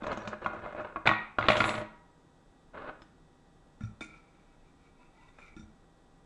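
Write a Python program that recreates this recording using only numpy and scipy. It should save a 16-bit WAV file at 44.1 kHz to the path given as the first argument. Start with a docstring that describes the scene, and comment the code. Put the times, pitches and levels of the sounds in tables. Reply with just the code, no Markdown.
"""Over a faint appliance hum, cutlery is shuffled, dropped and dragged on a wooden kitchen table;
then a fork taps and rubs a ceramic bowl. Impacts combine noise bursts in bands with decaying modes of
wood, steel and bowl. Random slips drive the rubbing sounds, and glided rough tones make the squeals.
The kitchen echo is a convolution with noise that dies away band by band."""
import sys
import numpy as np
from scipy import signal
from scipy.fft import rfft, irfft
from scipy.io import wavfile

SR = 44100
rng = np.random.default_rng(int(sys.argv[2]) if len(sys.argv) > 2 else 0)


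def waveform_to_disk(signal):
    """Save audio, clipped to [-1, 1], as 16-bit WAV at the path in sys.argv[1]."""
    frames = np.transpose(np.atleast_2d(signal))
    scaled = np.clip(frames, -1, 1) * 32767
    samples = np.round(scaled).astype(np.int16)
    wavfile.write(sys.argv[1], SR, samples)


def nominal_scale(level):
    """Amplitude ratio for a level in decibels (scalar or array-like)."""
    x = np.asarray(level, float) / 20
    return 10 ** x


N = 275625  # length in samples


def rms_one(x):
    """Normalisation: scales a signal to rms 1."""
    return x / np.sqrt(np.mean(np.abs(x) ** 2) + 1e-20)


def at_hz(points, hz):
    """Interpolation of a spectrum on a log-frequency axis."""
    table_hz, value = np.transpose(points)
    return np.interp(np.log(hz), np.log(table_hz), value)


def band(x, low_hz, high_hz):
    """Band-pass filtering: keeps the range between two frequencies."""
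    return signal.sosfilt(signal.butter(2, [low_hz, high_hz], "band", fs=SR, output="sos"), x + 1e-18)


def band_twice(x, low_hz, high_hz):
    """Cascaded filtering: a second pass steepens the skirts of the band."""
    return band(band(x, low_hz, high_hz), low_hz, high_hz)


def dull(x, cut_hz):
    """Soft contact excites little treble: a steep low-pass."""
    return signal.sosfilt(signal.butter(4, cut_hz, fs=SR, output="sos"), x + 1e-18)


def die_away(x, t60):
    """Exponential decay: each impulse falls by 60 dB in t60 seconds."""
    return signal.lfilter([1], [1, -nominal_scale(-60 / (t60 * SR))], x + 1e-18)


def ring(clicks, hz, t60):
    """Damped resonance: a unit click sets a decaying sine of initial height 1 ringing."""
    radius, angle = nominal_scale(-60 / (t60 * SR)), 2 * np.pi * hz / SR
    return signal.lfilter([0, np.sin(angle)], [1, -2 * radius * np.cos(angle), radius ** 2], clicks + 1e-18)


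def strike(modes, times, blow_db, spread_db):
    """Modal excitation: every blow strikes every mode with a strength and sign of its own."""
    at, out = np.round(times * SR).astype(int), np.zeros(N)
    chance = rng.standard_normal((len(at), 2, len(modes)))
    for k, (hz, mode_db, t60) in enumerate(modes):
        strength = nominal_scale(blow_db + mode_db + spread_db * chance[:, 0, k])
        clicks = np.zeros(N)
        clicks[at] = strength * np.sign(chance[:, 1, k])
        out += ring(clicks, hz, t60)
    return out


def grains(per_s, uneven_db):
    """Dry friction: random tiny slips of uneven size, at rms 1."""
    sizes = nominal_scale(uneven_db * np.minimum(rng.exponential(1, N), 4)) * rng.choice([-1, 1], N)
    return rms_one(sizes * (rng.random(N) < per_s / SR))


def rubbed(modes, slips, damping):
    """Friction-driven resonance: contact scales the ring time by damping; unit rms gain on noise."""
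    def resonate(x):
        return sum(nominal_scale(db) * ring(x, hz, t60 * damping) for hz, db, t60 in modes)

    return resonate(slips) / np.std(resonate(rng.standard_normal(SR // 2)))


def cracks(times, level_db, low_hz, high_hz, t60, click_db=-15.0):
    """Contact impulse: a click and a dying puff of noise, limited to a band."""
    at, clicks, puffs = np.round(times * SR).astype(int), np.zeros(N), np.zeros(N)
    clicks[at], puffs[at] = nominal_scale(level_db + click_db), nominal_scale(level_db)
    noise = die_away(puffs, t60) * rng.standard_normal(N)
    width = 2 * (high_hz - low_hz) / SR  # share of the spectrum, so that level does not follow bandwidth
    burst = clicks / width + 0.557 * noise / np.sqrt(width)
    return dull(band_twice(burst, low_hz, high_hz), 1.4 * high_hz)


def strokes(start, end, first_db, last_db, attack_s, release_s):
    """Amplitude envelope in dB: each stroke rises 40 dB, glides from first to last level, falls 40 dB."""
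    t = np.arange(N) / SR
    levels = [np.interp(t, [a - attack_s, a, b, b + release_s], [u - 40, u, v, v - 40], -150, -150)
              for a, b, u, v in zip(start, end, first_db, last_db)]
    return np.max(levels, axis=0)


# spectrum shape of the room air: pitch_hz [Hz], level_db [dB per Hz, relative]
AIR = [(12, -19), (20, 3.5), (64, -10), (129, -12.5), (159, -5), (213, -14.5), (250, -9), (486, -17.5),
       (687, -19), (805, -19.5), (1700, -27), (1990, -33), (2210, -35), (7930, -40), (11500, -52),
       (15000, -82), (22000, -120)]
# appliance tones: pitch_hz [Hz], level_db [dB rms]
HUM = [(161.5, -78), (263.8, -83), (479.1, -80.5), (791.3, -77), (963.6, -82.5), (1206, -84), (1927, -83),
       (2568, -91.5), (3214, -92), (3531, -86.5), (3854, -89.5), (8000, -92)]


def room_tone():
    """Stationary noise and tones: coloured air noise and slightly wavering appliance tones."""
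    hz = np.maximum(np.arange(N // 2 + 1) * SR / N, 1)
    air = irfft(rfft(rng.standard_normal(N)) * nominal_scale(at_hz(AIR, hz)), N)
    out = nominal_scale(-61) * rms_one(air)
    for tone_hz, db in HUM:
        wander = np.cumsum(rng.standard_normal(N)) * 0.012  # random walk of phase, radians
        out += np.sqrt(2) * nominal_scale(db) * np.sin(2 * np.pi * tone_hz * np.arange(N) / SR + wander)
    return out


# cutlery landing on the table: start_s [s], level_db [dB], and relative to it
# edge_db (hardness) [dB], glint_db (steel) [dB], hollow_db (hollow ring) [dB]
LANDINGS = [(0.02, -38, -25, -33, -12.5), (0.035, -47.5, -8, -16, -16), (0.04, -34.5, -21, -31, -4.5),
            (0.066, -24.5, -16.5, -29.5, -11.5), (0.116, -25, -17, -28.5, -17), (0.127, -30.5, -9, -30, -8),
            (0.173, -30.5, -20, -23.5, -11), (0.218, -37.5, -19, -26, -6), (0.251, -37, -22, -27, -8),
            (0.274, -27, -13.5, -20.5, -21), (0.33, -34, -28.5, -41, -0.5), (0.415, -45, -29, -24, -1),
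            (0.444, -32, -16, -33, -9), (0.46, -19, -18.5, -42, -15.5), (0.532, -33.5, -34, -30.5, -3),
            (0.59, -41, -20, -31, -6), (0.659, -33, -26.5, -35.5, -1), (0.724, -41.5, -25, -29, -11),
            (0.748, -39, -25, -34, 0), (0.78, -41, -27.5, -41, 3), (0.789, -39.5, -29, -44, 1.5),
            (0.804, -35, -27.5, -32, -3.5), (0.811, -40, -25, -52, -1), (0.959, -27.5, -17, -55, -14.5),
            (0.966, -32, -25.5, -53.5, -12), (1.056, -22.5, -11, -42, -13), (1.063, -16, -10.5, -31, -16),
            (1.072, -6, -2.5, -42, -18.5), (1.09, -11.5, -9.5, -47.5, -21), (1.113, -17.5, -14, -46, -18),
            (1.385, -13.5, -14, -40.5, -21), (1.409, -25, -8.5, -44.5, -16.5), (1.425, -21, -6, -45, -16.5),
            (1.439, -25.5, -6, -46, -20), (1.454, -26, -6.5, -37, -18), (1.464, -31, -2.5, -36.5, -16),
            (1.484, -8.5, -2, -32.5, -13.5), (1.501, -11, -2.5, -39.5, -9.5),
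            (1.518, -17.5, -3, -40.5, -15), (1.531, -21, -4, -39.5, -9), (1.554, -18, -10, -39.5, -10),
            (1.567, -19.5, -9, -20.5, -12), (1.578, -24, -10, -28, -8.5), (1.603, -9, -5, -41, -27),
            (1.618, -21, -8, -36, -19.5), (1.64, -14, -7, -36, -32), (1.653, -24, -9, -36, -19),
            (1.678, -26, -4, -30, -8), (1.691, -23, -3, -23.5, -25), (1.704, -21, -10, -43, -13),
            (1.739, -27, -6, -36, -19), (1.751, -31, -2, -25, -9), (1.778, -28, -9.5, -29, -9),
            (1.813, -32, -10, -34, -7), (3.018, -42.5, -10, -25, -27.5)]
# cutlery dragged over the wood: start_s [s], end_s [s], first_db [dB], last_db [dB],
# weight_db (boom relative to rub) [dB]
DRAGS = [(0.016, 0.136, -38.5, -31.5, -15.5), (0.164, 0.344, -42.5, -40.5, -22),
         (0.421, 0.65, -40.5, -42, -4), (0.652, 0.73, -37, -41.5, -22.5), (0.763, 0.8, -39, -36, -17.5),
         (0.81, 0.93, -35, -49, -24.5), (1.396, 1.478, -35, -43, -6), (1.544, 1.82, -29.5, -37.5, -14),
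         (2.747, 2.896, -42.5, -34, -47)]
# table-top modes: pitch_hz [Hz], level_db [dB], t60_s (free ring) [s]
WOOD = [(523, -20, 0.26), (768, 5, 0.022), (975, -3.5, 0.064), (1107, 3, 0.04), (1237, 1, 0.035),
        (1398.5, -3, 0.081), (1470, -4, 0.06), (1640, -7.5, 0.055), (1950, -21, 0.086),
        (2107, -4.5, 0.02996), (2470, -3, 0.021), (3003, -24.5, 0.025)]
# low modes of the whole table: pitch_hz [Hz], level_db [dB], t60_s (free ring) [s]
BOOM = [(59, -10, 0.18), (110, -1.5, 0.24), (161.5, -6.5, .14), (214, 1.5, 0.15), (321, 4, 0.15)]
# the table's strongest pair of modes: pitch_hz [Hz], level_db [dB], t60_s (free ring) [s]
HOLLOW = [(608, 0, .15), (655, -5, .1)]


def drags():
    """Sliding friction: dense slips drive the wood, and each landing skids briefly."""
    attack_s, release_s = 0.034, 0.037
    skid_db, skid_t60_s = -10, 0.017
    lumps_db, lumps_hz = 3.2, 45  # the drag catches and lets go
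    start, end, first, last, weight = np.transpose(DRAGS)
    rub = nominal_scale(strokes(start, end, first, last, attack_s, release_s))
    heavy = nominal_scale(strokes(start, end, first + weight, last + weight, attack_s, release_s))
    s, level = np.transpose(LANDINGS)[:2]
    landed = np.zeros(N)
    landed[np.round(s * SR).astype(int)] = nominal_scale(level + skid_db)
    skid = die_away(landed, skid_t60_s)
    lumps = rms_one(dull(rng.standard_normal(N), lumps_hz))
    grit = nominal_scale(-8 + lumps_db * lumps) * grains(per_s=1800, uneven_db=2.6)
    slips = np.maximum(rub, skid) * grit
    out = dull(rubbed(HOLLOW + WOOD, slips, damping=0.57), cut_hz=2740)
    out += nominal_scale(1.5) * dull(band(slips, low_hz=276, high_hz=1900), cut_hz=1660)
    out += dull(rubbed(BOOM[1:], heavy * grit, damping=1.0), cut_hz=390)
    return out + nominal_scale(-17) * band_twice(slips, low_hz=2431, high_hz=4630)


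def knocks():
    """Impact: each landing cracks in four bands and strikes the wood modes."""
    s, level, hard, glint = np.transpose(LANDINGS)[:4]
    s = s + 0.0006  # the contact takes a moment to build
    treble = 9.5 + 0.6 * hard + 0.46 * glint  # the treble follows both edge and glint
    out = cracks(s, level - 5, low_hz=680, high_hz=1840, t60=0.026, click_db=-1.0 + 0.3 * hard)
    out += cracks(s, level + hard + 3.3, low_hz=1800, high_hz=2680, t60=0.018, click_db=-8.5 + 0.24 * hard)
    out += cracks(s, level + treble, low_hz=2600, high_hz=4280, t60=0.034, click_db=-9.0)
    out += cracks(s, level + glint - 1.5, low_hz=4600, high_hz=7800, t60=0.13, click_db=-16.5)
    # a soft landing puts more of its push into the wood
    return out + dull(strike(WOOD, s, level - 19 - 0.311 * hard, spread_db=4.5), cut_hz=2320)


def boom():
    """Low plate modes: each landing sets the whole table booming."""
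    s, level = np.transpose(LANDINGS)[:2]
    blow = -31.5 + 0.62 * level  # the boom grows more slowly than the crack
    return dull(strike(BOOM, s, blow, spread_db=5.5), cut_hz=1700)


def hollow():
    """Modal excitation: each landing wakes the table's strongest pair of modes by a share of its own."""
    s, level, _, _, share = np.transpose(LANDINGS)
    return dull(strike(HOLLOW, s, level + share, spread_db=2), cut_hz=900)


# kitchen decay: pitch_hz [Hz], t60_s [s]
ECHO = [(100, 0.53), (1000, 0.5), (2000, 0.53), (3000, 0.47), (5000, 0.36), (9000, 0.18)]


def kitchen(x):
    """Reverberation: convolution with unit-energy noise dying away band by band after a brief build-up."""
    t, edges = np.arange(SR) / SR, 140 * 2 ** np.arange(0, 6.6, 0.5)
    tail = np.zeros(SR)
    for low_hz, high_hz in zip(edges, edges[1:]):
        t60 = at_hz(ECHO, np.sqrt(low_hz * high_hz))
        tail += band(rng.standard_normal(SR), low_hz, high_hz) * nominal_scale(-60 * t / t60)
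    tail *= np.clip(t / 0.0031, 0, 1)
    return signal.fftconvolve(x, tail / np.sqrt(np.sum(tail ** 2)))[:N]


# short modes of tines and blade: pitch_hz [Hz], level_db [dB], t60_s [s]
TINES = [(2750, 4, 0.045), (3500, -0.5, 0.035), (4400, -6, 0.17), (4740, -6, 0.3), (5200, 0, .06),
         (5780, -3, .1), (6450, -1.5, .04)]
# steel clinking on steel: start_s [s], level_db [dB], pitch_hz (favoured) [Hz]
CLINKS = [(0.034, -47, 3500), (0.068, -52, 6450), (0.173, -48, 6450), (0.205, -56, 5780),
          (0.235, -61, 4400), (0.276, -58, 4400), (0.446, -47, 2750), (1.385, -52, 4740),
          (1.507, -52, 5780), (1.567, -46.5, 5200), (1.6, -47, 4740), (3.019, -59, 5200)]


def clinks():
    """Selective modal excitation: each clink rings the steel mostly near its favoured pitch."""
    s, blow, favoured = np.transpose(CLINKS)
    out = np.zeros(N)
    for mode in TINES:
        octaves_off = np.abs(np.log2(mode[0] / favoured))
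        out += strike([mode], s, blow - 130 * octaves_off, spread_db=1)  # 130 dB per octave
    return out


# modes of the dropped knife: pitch_hz [Hz], level_db [dB], t60_s (before settling) [s]
KNIFE = [(1034, -22, .8), (1244, -12, .25), (1771, -18, .6), (1897, 0, 1.3), (2067, -17, .4),
         (2110, -19, .4)]
# the drop: start_s [s], level_db [dB], settle_s (time at which it settles on the wood) [s]
KNIFE_DROP = (1.0918, -32, 1.22)
# modes of the dragged fork: pitch_hz [Hz], level_db [dB], t60_s [s]
FORK = [(727, -6, .25), (950, -5, .9), (964, -7, .9), (1276, -8, .9), (1410, -4, .3), (1787, -10, .4),
        (1911, -4, .7)]
# the fork leaves the wood: start_s [s], level_db [dB]
FORK_LIFT = (1.74, -43)


def steel():
    """Bar modes and contact damping: the knife rings until it settles; the fork rings on as it lifts."""
    s, blow, settles = KNIFE_DROP
    flat_s = np.maximum(np.arange(N) / SR - settles, 0)
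    settling = nominal_scale(-280 * flat_s)  # damping once the knife lies flat, dB per second
    knife = settling * strike(KNIFE, np.array([s]), blow, spread_db=1)
    s, blow = FORK_LIFT
    return dull(knife + strike(FORK, np.array([s]), blow, spread_db=1), cut_hz=3000)


# bands of the hiss: low_hz [Hz], high_hz [Hz], level_db [dB, relative]
EDGE = [(6700, 8300, 0), (9100, 10700, -2), (11770, 12000, -15)]
# blade edge on the varnish: start_s [s], end_s [s], first_db [dB], last_db [dB]
HISS = [(1.509, 1.538, -58, -60.5), (1.564, 1.638, -59.5, -59.5), (1.657, 1.803, -50, -67.5)]


def hiss():
    """Fine friction: the blade edge hisses in several treble bands."""
    fine = grains(per_s=8000, uneven_db=2.5)
    bands = [nominal_scale(db) * band_twice(fine, low_hz, high_hz) for low_hz, high_hz, db in EDGE]
    return nominal_scale(strokes(*np.transpose(HISS), attack_s=0.069, release_s=0.09)) * rms_one(sum(bands))


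# the singing edge: start_s [s], end_s [s], first_db [dB], last_db [dB]
WHISTLE = [(1.685, 1.764, -55, -64)]


def whistle():
    """Narrow-band friction: the edge sings near 7.8 kHz."""
    fine = grains(per_s=8000, uneven_db=2.5)
    level = nominal_scale(strokes(*np.transpose(WHISTLE), attack_s=0.069, release_s=0.09))
    return level * rms_one(band_twice(fine, 7770, 7880))


# fork on the bowl: start_s [s], level_db [dB], and relative to it
# boom_db (table) [dB], upper_db (upper ring) [dB], knock_db [dB]
TAPS = [(3.8076, -53.5, 4.5, -2, 2), (3.8351, -55, 6.5, -1.5, -4), (4.008, -41, -14.5, 2, 3),
        (4.1398, -64, -4, -6, 8), (5.284, -70, -5.5, 6.5, 10), (5.386, -62.5, -10, 4, 18),
        (5.565, -52, 4, -3, -6), (5.594, -63, 14.5, 3, -12)]


def taps():
    """Impact through the bowl: each tap knocks and pushes the table."""
    s, level, push, upper, knock = np.transpose(TAPS)
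    held = [(hz, db, t60 * 0.9) for hz, db, t60 in BOOM]  # resting forearms shorten the ring
    out = dull(strike(held, s, level + push + 0.94, spread_db=9.0), cut_hz=260)
    out += cracks(s, level + push + 0.25, low_hz=43.0, high_hz=95.0, t60=0.31)  # the table leg thuds
    out += cracks(s, level + knock, low_hz=201, high_hz=2210, t60=0.088)
    return out + cracks(s, level + upper - 12, low_hz=2800, high_hz=8400, t60=0.29, click_db=-18)


# bowl modes: pitch_hz [Hz], level_db [dB], t60_s (free ring) [s]
BOWL = [(1330, -7, 0.7), (1405, 4.5, 0.33), (1370, 2, 0.14), (1740, -8, 0.086), (2108, -8, 0.51),
        (2290, 5.5, 0.38), (2315, -4, 0.61), (2450, 2.5, 0.27), (2550, -6, 0.13), (2680, -17, 0.29),
        (3617, -1, 0.098), (3610, -12.5, 0.31), (5580, -11, 0.1), (5807, -16, 0.31), (6295, -21, 0.26),
        (7200, -11, 0.19), (8680, -15.5, 0.14), (9230, -23, 0.33)]


def bowl_ring():
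    """Shell modes: how heavily a tap lands favours some modes; the resting tines make them waver."""
    s, level, push, upper, _ = np.transpose(TAPS)
    low = 0.1 * push  # the rings near 1.4 and 3.6 kHz
    ping = -5 + 0.82 * push  # a heavy landing wakes the rings near 1.7 and 5.8 kHz
    middle = -17 - 0.49 * push  # and damps the middle ring
    groups = [(BOWL[:3], -9.5 + low), (BOWL[3:4], ping), (BOWL[4:8], middle), (BOWL[8:10], -6.5),
              (BOWL[10:12], upper - 3 + low), (BOWL[12:14], upper + ping), (BOWL[14:], upper - 9)]
    out = np.zeros(N)
    for modes, share_db in groups:
        waver = rms_one(dull(rng.standard_normal(N), cut_hz=55))
        out += nominal_scale(4.0 * waver) * strike(modes, s, level + share_db, spread_db=1)
    return out


# tines rubbing the glaze: start_s [s], end_s [s], level_db [dB]
RUB = [(4.14, 4.184, -68), (4.23, 4.546, -79), (4.673, 4.692, -76), (4.84, 4.871, -72), (5.013, 5.05, -72),
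       (5.163, 5.276, -72), (5.372, 5.396, -69), (5.428, 5.487, -64)]


def bowl_rub():
    """Sliding friction: the tines excite damped bowl modes and scratch the glaze."""
    start, end, level = np.transpose(RUB)
    rub = strokes(start, end, level, level, attack_s=0.18, release_s=0.12)
    out = rubbed(BOWL, nominal_scale(rub + 3) * grains(per_s=1100, uneven_db=4.0), damping=0.17)
    scratch = rms_one(band(grains(per_s=2500, uneven_db=5.0), low_hz=2880, high_hz=5940))
    return out + nominal_scale(rub - 11.5) * scratch


# a tine sticks and slips: start_s [s], end_s [s], level_db [dB], first_hz [Hz], last_hz [Hz]
SQUEALS = [(4.3, 4.68, -89, 2485, 2608), (4.67, 4.72, -81, 2345, 2310), (4.82, 4.92, -86.5, 2320, 2320),
           (5.0, 5.03, -66, 975, 943), (5.0, 5.08, -77, 2582, 2650), (5.16, 5.3, -74, 2010, 1970),
           (5.17, 5.22, -71.5, 850, 923), (5.22, 5.28, -63.5, 960.6, 1015), (5.2, 5.28, -87, 2316, 2350),
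           (5.22, 5.27, -72, 2733, 2610), (5.39, 5.55, -65.5, 2460, 2255), (5.39, 5.52, -69.5, 2187, 2015)]


def squeals():
    """Stick-slip of a tine: narrow-band roughness modulates gliding tones."""
    fade_s, width_hz = 0.07, 40
    parts = [dull(grains(per_s=610, uneven_db=3.5), width_hz) for _ in range(2)]
    rough = rms_one(parts[0] + 1j * parts[1])
    t, out = np.arange(N) / SR, np.zeros(N)
    for k, (start, end, db, first_hz, last_hz) in enumerate(SQUEALS):
        phase = 2 * np.pi * np.cumsum(np.interp(t, [start, end], [first_hz, last_hz])) / SR
        level = nominal_scale(strokes([start], [end], [db], [db], fade_s, fade_s))
        shifted = np.roll(rough, k * SR // 3)  # gives each squeal another stretch of roughness
        out += level * np.sqrt(2) * np.real(shifted * np.exp(1j * phase))
    return out


def scene():
    """Superposition: contacts, echo and room tone; long rings feed the room less than knocks."""
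    near = drags() + knocks() + hiss() + whistle() + taps() + bowl_rub() + squeals()
    rings = boom() + clinks() + bowl_ring()
    held = hollow() + steel()
    echo = nominal_scale(-11.5) * kitchen(near + nominal_scale(-4.5) * rings + nominal_scale(-12) * held)
    return (near + rings + held + echo + room_tone())[None]


def low_pass(x):
    """Removes everything above the highest recorded frequency."""
    return signal.sosfilt(signal.butter(12, 12050, fs=SR, output="sos"), x)


def record(dry):
    """Saturation and band limiting: peaks are rounded, then the treble is cut."""
    rounded = 0.75 * np.tanh(dry / 0.75)
    mix = signal.sosfilt(signal.butter(6, 11800, fs=SR, output="sos"), rounded)
    return low_pass(mix)


dry = scene()
out = record(dry)
waveform_to_disk(out)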